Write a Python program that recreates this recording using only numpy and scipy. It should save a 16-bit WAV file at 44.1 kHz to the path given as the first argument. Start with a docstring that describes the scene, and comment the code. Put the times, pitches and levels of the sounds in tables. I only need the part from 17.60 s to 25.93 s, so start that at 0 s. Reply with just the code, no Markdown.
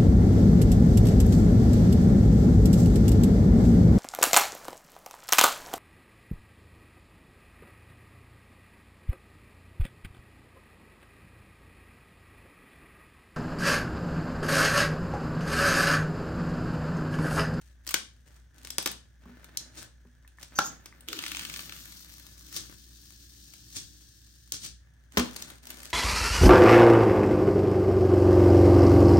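"""Protective film is pulled by hand off the front panel of a machine in a small room, over a low mains hum.
The slack film crinkles and snaps as its corner is worked loose (noise bursts), and folds pop (decaying modes).
Fingers tug the panel and squeak on the film (resonant noise), which then peels in slips that merge into
a fine sizzle (dense random clicks). At last the film lets go with a crack that sets the panel ringing,
and it flaps and rustles slack."""
import sys
import numpy as np
from scipy import signal
from scipy.fft import rfft, irfft
from scipy.io import wavfile
from scipy.ndimage import uniform_filter1d, map_coordinates

SR = 44100
rng = np.random.default_rng(int(sys.argv[2]) if len(sys.argv) > 2 else 0)


def master(y):
    """Save y as 16-bit WAV."""
    cut = np.clip(np.atleast_2d(y).T, -1, 1)
    pcm = np.round(cut * 32767)  # scale
    wavfile.write(sys.argv[1], SR, pcm.astype(np.int16))


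N = 367353
TIME = np.arange(N) / SR


def from_db(db):
    """Level to amplitude: 20 dB is a factor of ten."""
    return 10 ** (np.asarray(db) / 20)


def rms_one(x):
    """Power normalisation: unit rms."""
    return x / np.sqrt(np.mean(x ** 2) + 1e-20)


def peak_one(x):
    """Short-time power normalisation: the loudest 4 ms get unit rms."""
    return x / np.sqrt(uniform_filter1d(np.mean(x ** 2, axis=0), size=176).max())


def in_time(rows):
    """Linear interpolation: each column of a curve at every sample."""
    s, *columns = np.transpose(rows)
    return [np.interp(TIME, s, column) for column in columns]


def between(start_s, end_s):
    """Gating: one between two times, with soft ends."""
    inside = (TIME >= start_s) & (TIME <= end_s)
    return uniform_filter1d(1. * inside, size=900)


def during(rows):
    """Gating: one while a curve lasts."""
    return between(rows[0][0], rows[-1][0])


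def at_hz(points, hz):
    """Interpolation on a logarithmic frequency axis."""
    f, value = np.transpose(points)
    return np.interp(np.log(np.maximum(hz, 1)), np.log(f), value)


def band(x, low_hz, high_hz):
    """Band limitation by a causal Butterworth filter."""
    edges = [low_hz, min(high_hz, .45 * SR)]
    return signal.sosfilt(signal.butter(2, edges, "band", fs=SR, output="sos"), x)


def coloured(x, spectrum, size=4096):
    """Minimum-phase filtering: the spectrum's cepstrum, made causal, gives a response of unit energy."""
    cepstrum = irfft(np.log(from_db(at_hz(spectrum, np.fft.rfftfreq(size, 1 / SR)))))
    response = irfft(np.exp(rfft(2 * cepstrum[:size // 2], size)))
    response = response / np.linalg.norm(response)
    return signal.oaconvolve(x, response[None], axes=-1)[:, :x.shape[-1]]


def varied(colour, count=22):
    """Individual resonance: each patch of film gets chance peaks and valleys, with a spread of 3 dB."""
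    hz = np.geomspace(colour[0][0], colour[-1][0], count)
    return list(zip(hz, at_hz(colour, hz) + 3 * rng.standard_normal(count)))


def drift(rate):
    """Random fluctuation: chance values, rate per second, joined by lines; rms 1."""
    knots = rng.standard_normal(int(TIME[-1] * rate) + 2)
    return rms_one(np.interp(TIME * rate, np.arange(len(knots)), knots))


def pair(alike, size=N):
    """Interchannel coherence: left and right white noise with a given correlation."""
    mid, side = rng.standard_normal((2, size))
    alike = np.clip(alike, 0, 1)
    return (np.sqrt(1 + alike) * mid + np.sqrt(1 - alike) * side * [[1], [-1]]) / np.sqrt(2)


def grains(per_s, spread_db, clump_db, alike):
    """Impulsive noise: random clicks of uneven size whose strength swells in clumps; rms 1."""
    sizes_db = spread_db * np.minimum(rng.exponential(1, N), 5.5)
    sizes = from_db(sizes_db + clump_db * drift(180))
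    return rms_one(pair(alike) * sizes * (rng.random(N) < per_s / SR))


def narrow_noise(hz, width_hz):
    """Quadrature modulation: noise in one moving resonance; rms 1."""
    phase = 2 * np.pi * np.cumsum(hz) / SR
    return rms_one(drift(width_hz) * np.cos(phase) + drift(width_hz) * np.sin(phase))


def struck(s, modes):
    """Modal superposition: decaying modes, set off together with alternating signs."""
    t = np.maximum(TIME - s, 0)
    ring = np.zeros(N)
    for k, (hz, db, t60) in enumerate(modes):
        decay = from_db(np.maximum(db - 60 * t / t60, -200))
        ring += (-1) ** k * decay * np.sin(2 * np.pi * hz * t)
    return ring


def avalanche(envelope, alike):
    """Shot noise with a flat spectrum: tiny ruptures under an envelope."""
    swell, size = np.sqrt(envelope), len(envelope)
    ruptures = pair(alike, size=size) * from_db(4.6 * np.minimum(rng.standard_normal(size), 2))
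    whitened = irfft(np.exp(1j * np.angle(rfft(ruptures * swell))))
    return swell * whitened


def burst(t60, rise_s, alike, spike_db=-12, size=4096):
    """Brittle fracture: one sharp step amid an avalanche that rises and decays exponentially."""
    t = TIME[:size]
    envelope = (1 - np.exp(-t / rise_s)) * from_db(-60 * t / max(t60, .002))
    fracture = np.diff(signal.unit_impulse(size, np.argmax(envelope) // 2), prepend=0)
    return avalanche(envelope, alike) + from_db(spike_db) * fracture


def add(out, s, sound):
    """Superposition: mix a sound in at a time."""
    i = max(round(s * SR), 0)
    out[:, i:i + sound.shape[-1]] += sound[:, :max(N - i, 0)]


# mains hum and the tones of a fan: (frequency [Hz], level [dB], wavering [dB])
HUM_TONES = [(59.97, -57.5, 1.4), (56.2, -69.5, 0.5), (118, -73, 4), (151, -78, 3.5)]
# soft rush of air: (frequency [Hz], relative density [dB])
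AIR_COLOUR = [(25, -0.5), (55, 5), (100, 4.5), (200, -11), (450, -24.5), (1100, -38.5), (1700, -11),
              (2500, -40.5), (3400, -26.5), (4300, -43), (6000, -24.5), (9000, -39.5), (15000, -41.5)]


def background():
    """Beating of neighbouring tones: mains hum with an idling fan, over its soft rush."""
    hum = np.zeros(N)
    for hz, db, waver_db in HUM_TONES:
        hum += from_db(db + waver_db * drift(6.3)) * np.sqrt(2) * np.sin(2 * np.pi * hz * TIME)
    return hum + from_db(-62.5) * coloured(pair(0.79), AIR_COLOUR)


def grip(s, length_s):
    """Exponential envelope: attack, hold and release of one movement of the fingers."""
    attack_s, release_s = 0.018, 0.048
    outside = np.maximum((s - TIME) / attack_s, (TIME - s - length_s) / release_s)
    return np.exp(-np.clip(outside, 0, 20))


PEEL_START_S, PEEL_END_S = 3.48, 7.2
# fingers take a new hold of the loose film:
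# (time [s], length [s], crinkle level [dB], rubbing level [dB])
GRIPS = [(0, 0.083, -63.5, -76), (0.273, 0.13, -54, -62), (0.665, 0.12, -63.5, -65.5),
         (0.966, 0.39, -59, -61), (1.633, 0.46, -77, -59), (2.167, 0.036, -48.5, -51.5),
         (2.805, 0.02, -50.5, -63.5), (2.934, 0.19, -59, -54), (3.191, 0.38, -70.5, -63),
         (7.546, 0.37, -49.5, -55), (8.046, 0.23, -48, -57)]
# skin on film: (frequency [Hz], relative density [dB])
RUBBING_COLOUR = [(100, -2), (240, 4.5), (300, 0.5), (600, -5), (1150, -8.5), (1600, -1.5), (2600, -11),
                  (6000, -19)]
# flipping creases and bright ticks: (frequency [Hz], relative density [dB])
TICK_COLOUR = [(400, -22), (1200, -8.5), (2500, -5), (6000, -8), (9000, -1), (15000, -7.5)]


def handling():
    """Buckling and friction: the slack film crinkles, and skin rubbing on it stirs the panel's main mode."""
    flips = grains(per_s=900, spread_db=2, clump_db=4, alike=.3)
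    crinkle = coloured(flips, [(800, -9.5), (2500, -6.0), (5500, -6), (9000, -2.5), (15000, -11.5)])
    stray_creases = grains(per_s=17, spread_db=8.5, clump_db=2.0, alike=0.22)
    crinkle = crinkle + from_db(-11) * coloured(stray_creases, TICK_COLOUR)
    rubbing = coloured(grains(per_s=6500, spread_db=3.0, clump_db=2.0, alike=0.55), RUBBING_COLOUR)
    panel = narrow_noise(np.full(N, 250), width_hz=14)
    # between grips the slack film is just held
    slack = 1 - between(PEEL_START_S, PEEL_END_S)
    crinkle_gain, rubbing_gain = slack * from_db(-74), slack * from_db(-72.5)
    for s, length_s, crinkle_db, rubbing_db in GRIPS:
        press = grip(s, length_s)
        crinkle_gain = np.maximum(crinkle_gain, from_db(crinkle_db) * press)
        rubbing_gain = np.maximum(rubbing_gain, from_db(rubbing_db) * press)
    return crinkle_gain * crinkle + rubbing_gain * (rms_one(rubbing) + from_db(-7) * panel)


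def clicks(events, colour, t60):
    """Impulsive excitation: one short burst for each row, each with a colour of its own."""
    out = np.zeros((2, N))
    for s, db in events:
        click = coloured(burst(t60, rise_s=0.00053, alike=0.37), varied(colour))
        add(out, s, from_db(db) * peak_one(click))
    return out


# a small crease flips: (time [s], level [dB])
TICKS = [(0.2665, -34), (0.29, -26.5), (0.308, -26.5), (0.315, -32), (1.2255, -32), (1.3145, -30),
         (1.843, -41), (2.676, -48.5), (3.407, -44), (4.2545, -40), (4.3217, -41), (4.4044, -46),
         (4.597, -43), (4.7786, -45.5), (4.9258, -37), (5.9363, -41.5), (6.164, -38), (7.901, -38.5),
         (8.0699, -37), (8.103, -31), (8.231, -37.5)]


def ticks():
    """Snap-through: each small crease releases its strain in one click."""
    return clicks(TICKS, TICK_COLOUR, t60=0.026)


# a wide patch of film: (frequency [Hz], relative density [dB])
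THUD_COLOUR = [(40, -21.0), (230, 2), (450, 4), (660, -5), (1100, 1), (2500, -25.5)]


def thud():
    """Radiation from a large area: the low knock of a wide patch of film jumping."""
    return peak_one(coloured(burst(t60=.035, rise_s=0.00088, alike=0.8), THUD_COLOUR))


# the film buckles or a patch of glue lets go:
# (time [s], treble level [dB], body: bass minus treble [dB], length [s])
SNAPS = [(0.2754, -30, -19, 0.0014), (0.3412, -17.5, -18, 0.0018), (1.048, -38, -15, 0.0033),
         (1.104, -29, -28.5, 0.0021), (1.183, -18.5, -15, 0.0002), (1.2593, -21, -11, 0.0044),
         (1.273, -26, -11.5, 0.0037), (1.972, -22.5, -57, 0.0017), (2.9876, -20, -10, 0.0041),
         (3.258, -40, -11.5, 0.0034), (4.9633, -27.5, -23.5, 0.0036), (6.921, -23, -25.5, 0.00182),
         (7.572, -22, 3, 0.00427), (7.576, -25, -4, 0.0092), (7.5941, -26, -3.5, 0.0062),
         (7.762, -32, -13, 0.0059), (7.823, -31, -35, 0.0019)]
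# treble of a snap: (frequency [Hz], relative density [dB])
SNAP_COLOUR = [(1500, -29), (3100, -3), (5600, 3), (9000, 1.5), (15000, -5)]
SNAP_ATTACK_S, SNAP_RELEASE_S = 0.00017, 0.00087
SHIVER_DB, SHIVER_T60 = -12.5, 0.03   # the film shivers on after a snap
MIDDLE_SHARE = 0.71   # the middle's level in dB follows the body by this share


def snaps(size=4096):
    """Crack propagation: a crack gathers, runs and stops; a larger patch radiates more middle and bass."""
    out, lead_s = np.zeros((2, N)), .004
    t = TIME[:size] - lead_s
    for s, db, body_db, length_s in SNAPS:
        outside = np.maximum(-t / SNAP_ATTACK_S, (t - length_s) / SNAP_RELEASE_S)
        run = np.exp(-np.clip(outside, 0, 20))
        shiver = (t > 0) * from_db(SHIVER_DB - 60 * np.abs(t) / SHIVER_T60)
        treble = coloured(avalanche(np.maximum(run, shiver), alike=0.3), varied(SNAP_COLOUR))
        middle = band(burst(t60=0.025, rise_s=0.0011, alike=0.81), 1400, 3600)
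        body = from_db(MIDDLE_SHARE * body_db) * peak_one(middle) + from_db(body_db) * thud()
        add(out, s - lead_s, from_db(db) * peak_one(treble))
        add(out, s - .0007, from_db(db) * body)
    return out


# a fold pops through: (time [s], level [dB], pitch ratio [1]: smaller folds ring higher)
POPS = [(0.3412, -10.5, 1.12), (2.648, -39.5, 1.27), (2.785, -31.5, 1.27), (2.988, 1, 0.97),
        (2.9917, -5, 0.98), (3.3254, -32.5, 1.418)]
# modes of the fold; the last, faint and long, is the room ringing on after the pop:
# (frequency at ratio 1 [Hz], level relative to the pop [dB], T60 [s])
POP_MODES = [(814, -15, 0.012), (1410, -11, 0.018), (1730, -16.5, 0.011), (1378, -42, 0.32)]


def pops():
    """Snap-through and free vibration: a fold flips over and rings for a moment, and the room rings on."""
    out = np.zeros(N)
    for s, db, ratio in POPS:
        modes = [(hz * ratio, level_db, t60) for hz, level_db, t60 in POP_MODES]
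        out += from_db(db) * struck(s, modes)
    return out


# the peel line jerks forward, at first in long strong steps: (time [s], level [dB])
JERKS = [(0.3425, -17), (3.4853, -27.5), (3.5294, -26.5), (3.566, -39), (3.5896, -27), (3.6379, -28.5),
         (3.663, -28.5), (3.681, -34), (3.717, -27.5), (3.7477, -29.5), (3.7687, -28), (3.7935, -29.5),
         (3.8325, -37), (3.851, -31), (3.898, -32.5), (3.9393, -32.5), (3.9612, -33.5), (3.9916, -33),
         (4.094, -37), (4.1223, -36), (4.1628, -41.5)]
# slips and tiny rips: (frequency [Hz], relative density [dB])
SLIP_COLOUR = [(90, -18), (250, -10), (700, -11), (1200, 0), (1700, 2.5), (2900, 8), (6000, 0), (9000, -2),
               (15000, -9.5)]


def jerks():
    """Stick-slip: each forward jerk of the peel line gives a short burst."""
    return clicks(JERKS, SLIP_COLOUR, t60=0.01415)


# the film tugs at the panel or lets it spring back: (time [s], level [dB])
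TUGS = [(1.655, -26), (1.692, -30), (2.451, -34.5), (7.576, -1.5)]
# modes of the panel: (frequency [Hz], level relative to the tug [dB], T60 [s])
PANEL_MODES = [(69.8, -22.5, 0.125), (184, -20.5, 0.14), (241, -20.5, 0.31), (252.5, -23.5, .28),
               (408, -28, 0.163), (1107, -39, 0.114)]


def tugs():
    """Modal excitation: each tug knocks on the panel and sets it ringing."""
    out = np.zeros((2, N))
    for s, db in TUGS:
        add(out, s, from_db(db - 25) * thud())
        out += from_db(db) * struck(s, PANEL_MODES)
    return out


# a strip of glue tears in a crescendo: (time of the top [s], level [dB], rise [s], fall [s])
RIPS = [(2.184, -40.5, 0.0099, 0.023), (4.971, -33.5, 0.023, 0.025), (6.167, -32, 0.0096, 0.022),
        (6.94, -31.5, 0.0037, 0.016), (7.048, -34, 0.021, 0.023)]
# tearing glue: (frequency [Hz], relative density [dB])
RIP_COLOUR = [(250, 3), (700, -15), (2600, -3.5), (3600, 0.5), (5600, 4.5), (9000, 3), (15000, -8.5)]


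def rips():
    """Cascading failure: each broken thread loads the next, so the tearing swells before it runs out."""
    swell = np.zeros(N)
    for s, db, rise_s, fall_s in RIPS:
        distance = np.maximum((s - TIME) / rise_s, (TIME - s) / fall_s)
        swell += from_db(db) * np.exp(-np.minimum(distance, 20))
    return swell * coloured(grains(per_s=6000, spread_db=-0.5, clump_db=2.0, alike=0.33), RIP_COLOUR)


# film skids under the fingertip: (time [s], frequency [Hz], level [dB])
SQUEAK = [(2.95, 6040, -69.5), (2.957, 6400, -39), (3.005, 5850, -41.5), (3.035, 6100, -44.5),
          (3.056, 6800, -35), (3.095, 6410, -47)]


def squeak():
    """Stick-slip oscillation: a wavering chirp and its octave, chopped by a fluttering fold that also buzzes."""
    hz, db = in_time(SQUEAK)
    hz = hz * (1 + 0.025 * drift(110))
    overtone = from_db(-7.0) * narrow_noise(2 * hz, width_hz=2400)
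    chirp = narrow_noise(hz, width_hz=640) + overtone
    flutter = narrow_noise(np.full(N, 1350), width_hz=220)
    buzz = from_db(-11) * flutter * during(SQUEAK[2:])   # joins after the onset
    return from_db(db) * (chirp * (1 + 0.528 * flutter) + buzz) * during(SQUEAK)


def drumming(hz):
    """Sustained resonance: one gliding mode, shaken so densely that it hardly fades; rms 1."""
    width_hz, evenness = 260, 0.76   # the steady pull evens out the fading (0-1)
    shake = drift(width_hz) + 1j * drift(width_hz)
    shake = shake / (np.abs(shake) + 1e-9) ** evenness
    return rms_one(np.real(shake * np.exp(2j * np.pi * np.cumsum(hz) / SR)))


# vigour of the peeling, the reference for its layers: (time [s], level [dB])
PEEL_VIGOUR = [(3.6, -46.5), (3.84, -45.5), (4.46, -55), (4.78, -57.5), (4.96, -51), (5.13, -57.5),
               (6.0, -55.5), (6.12, -53.5), (6.52, -60), (7.02, -63.5), (7.2, -76)]
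# fine breaking threads: (frequency [Hz], relative density [dB])
SIZZLE_COLOUR = [(1000, -45), (2700, -8), (4000, -0.5), (5600, 1), (9000, -2), (15000, -4.5)]
# coarse breaking threads: (frequency [Hz], relative density [dB])
CRACKLE_COLOUR = [(250, 6.5), (700, -5.5), (1100, -2), (1600, 3), (2900, -8), (5000, -10), (12000, -9)]
# pitch of the taut film, falling as the free length grows, then higher under tension:
# (time [s], frequency [Hz])
DRUM_PITCH = [(3.52, 376.4), (3.61, 285.1), (3.8, 220), (4.2, 194.9), (4.9, 255), (6.8, 220)]
# levels against the vigour
SIZZLE_DB, JERKY_LOSS_DB, SETTLE_S = 2, 6, 0.48   # the sizzle grows as the pull settles
COARSE_UNTIL_S, COARSE_DB, SMOOTH_DB = 5.14, -8, -17.5   # crackle, before and after the peel runs smooth
TEAR_DB, TEAR_UNTIL_S, TEAR_FADE_DB_PER_S = -1.5, 3.6, 14   # tiny rips fade as the pull settles
DRUM_DB, JERKY_DRUM_DB = -11.5, 7   # the film's drumming, and what the jerks add


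def peeling():
    """Fracture noise: threads of glue break by the thousand, tiny rips fill the gaps, the taut film drums."""
    vigour_db, = in_time(PEEL_VIGOUR)
    jerky = np.clip(1 - (TIME - PEEL_START_S) / SETTLE_S, 0, 1)
    coarse_part = between(0, COARSE_UNTIL_S)
    surge_db = 1.3 * drift(45) * coarse_part   # the glue holds unevenly

    sizzle_db = vigour_db + SIZZLE_DB - JERKY_LOSS_DB * jerky
    fine = grains(per_s=8600, spread_db=-3.0, clump_db=1.5, alike=0.25)
    sizzle = from_db(sizzle_db + surge_db) * coloured(fine, SIZZLE_COLOUR)

    crackle_db = vigour_db + SMOOTH_DB + (COARSE_DB - SMOOTH_DB) * coarse_part
    coarse = grains(per_s=1100, spread_db=2, clump_db=2, alike=.6)
    crackle = from_db(crackle_db) * coloured(coarse, CRACKLE_COLOUR)

    # coarser tearing brings more bright ticks
    sparse = grains(per_s=110, spread_db=2.5, clump_db=3, alike=.7)
    bright_ticks = from_db(0.73 * sizzle_db + 0.36 * crackle_db + 3.5) * coloured(sparse, TICK_COLOUR)

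    tear_db = vigour_db + TEAR_DB - TEAR_FADE_DB_PER_S * np.maximum(TIME - TEAR_UNTIL_S, 0)
    tiny_rips = grains(per_s=260, spread_db=2.3, clump_db=2.5, alike=.55)
    tearing = from_db(tear_db + surge_db) * coloured(tiny_rips, SLIP_COLOUR)

    drum_hz, = in_time(DRUM_PITCH)
    drum_db = vigour_db + DRUM_DB + JERKY_DRUM_DB * between(0, TEAR_UNTIL_S)
    drum = from_db(drum_db) * drumming(drum_hz)
    return between(PEEL_START_S, PEEL_END_S) * (sizzle + bright_ticks + crackle + tearing + drum)


# the last coarse threads of glue part: (time [s], level [dB])
THREADS = [(5.096, -44.5), (5.124, -46)]


def threads():
    """Tensile failure: each coarse thread parts in one crackling burst."""
    return clicks(THREADS, CRACKLE_COLOUR, t60=0.02133)


def flapping():
    """Damped motion: the freed film beats on the panel in a low, broken rattle that dies away."""
    start_s, level_db, t60 = 7.595, -32.5, 0.19
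    dying = from_db(level_db - 60 * np.abs(TIME - start_s) / t60) * between(start_s, TIME[-1])
    beats = grains(per_s=2000, spread_db=.5, clump_db=2, alike=.5)
    return dying * coloured(beats, THUD_COLOUR)


# position and turning of the film:
# (time [s], left minus right [dB], left lead [ms], top-octave level [dB])
PLACE = [(0, 3, 0.023, 1), (2, 1.5, 0.037, 2), (3, 0.5, 0.044, 0.5), (4.3, 3.5, 0.1628, 3),
         (6.3, 3.5, 0.23, -4), (8.33, 2.5, 0.17, 1.5)]


def placed(x):
    """Stereo localisation: the nearer side is louder and sooner; the top changes as the film turns."""
    pan_db, lead_ms, top_db = in_time(PLACE)
    x = x + (from_db(top_db) - 1) * band(x.mean(axis=0), 8400, 17000)
    right = map_coordinates(x[1], [np.arange(N) - lead_ms * SR / 1000], order=3)
    return np.array([x[0] * from_db(pan_db / 2), right * from_db(-pan_db / 2)])


# decay of the room: (frequency [Hz], T60 [s])
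ROOM_T60 = [(100, 0.81), (260, 0.32), (700, 0.34), (1500, 0.25), (5000, 0.35), (13000, 0.19)]


def room(x, wet_db, build_s, size=30000):
    """Diffuse reverberation: reflections build up quickly and die band by band."""
    t, white, tail = TIME[:size], pair(0.12, size=2 * size), 0
    edges = np.geomspace(60, 18000, 10)
    for k, (low, high) in enumerate(zip(edges, edges[1:])):
        decay = from_db(-60 * t / at_hz(ROOM_T60, np.sqrt(low * high)))
        tail = tail + band(white[:, k % 2::2], low, high) * decay   # neighbouring bands use separate noise
    tail = band(tail, edges[0], 10000)   # the walls return little above this
    tail = tail * (1 - np.exp(-(t / build_s) ** 2))
    tail = tail / np.linalg.norm(tail, axis=1, keepdims=True)
    return from_db(wet_db) * signal.oaconvolve(x, tail, axes=-1)[:, :N]


def scene():
    """Superposition: the film sounds in the room, over the panel's ring and the background."""
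    sharp = ticks() + snaps() + pops() + jerks() + threads()
    film = placed(handling() + sharp + rips() + squeak() + peeling() + flapping())
    return background() + film + room(film, wet_db=-7.5, build_s=.0014) + tugs()


# dips in the treble: (frequency [Hz], width [Hz], level [dB])
TREBLE_DIPS = [(7590, 520, -15.5), (10700, 3100, -14)]


def record(dry):
    """Tone shaping: two dips darken the treble; the deep bass and the top are cut."""
    for hz, width_hz, db in TREBLE_DIPS:
        peak = signal.lfilter(*signal.iirpeak(hz, hz / width_hz, fs=SR), dry)
        dry = dry + (from_db(db) - 1) * peak
    dry = signal.sosfilt(signal.butter(3, 46, "high", fs=SR, output="sos"), dry)
    return signal.sosfilt(signal.ellip(10, .3, 80, 16100, fs=SR, output="sos"), dry)


dry = scene()
out = record(dry)
master(out)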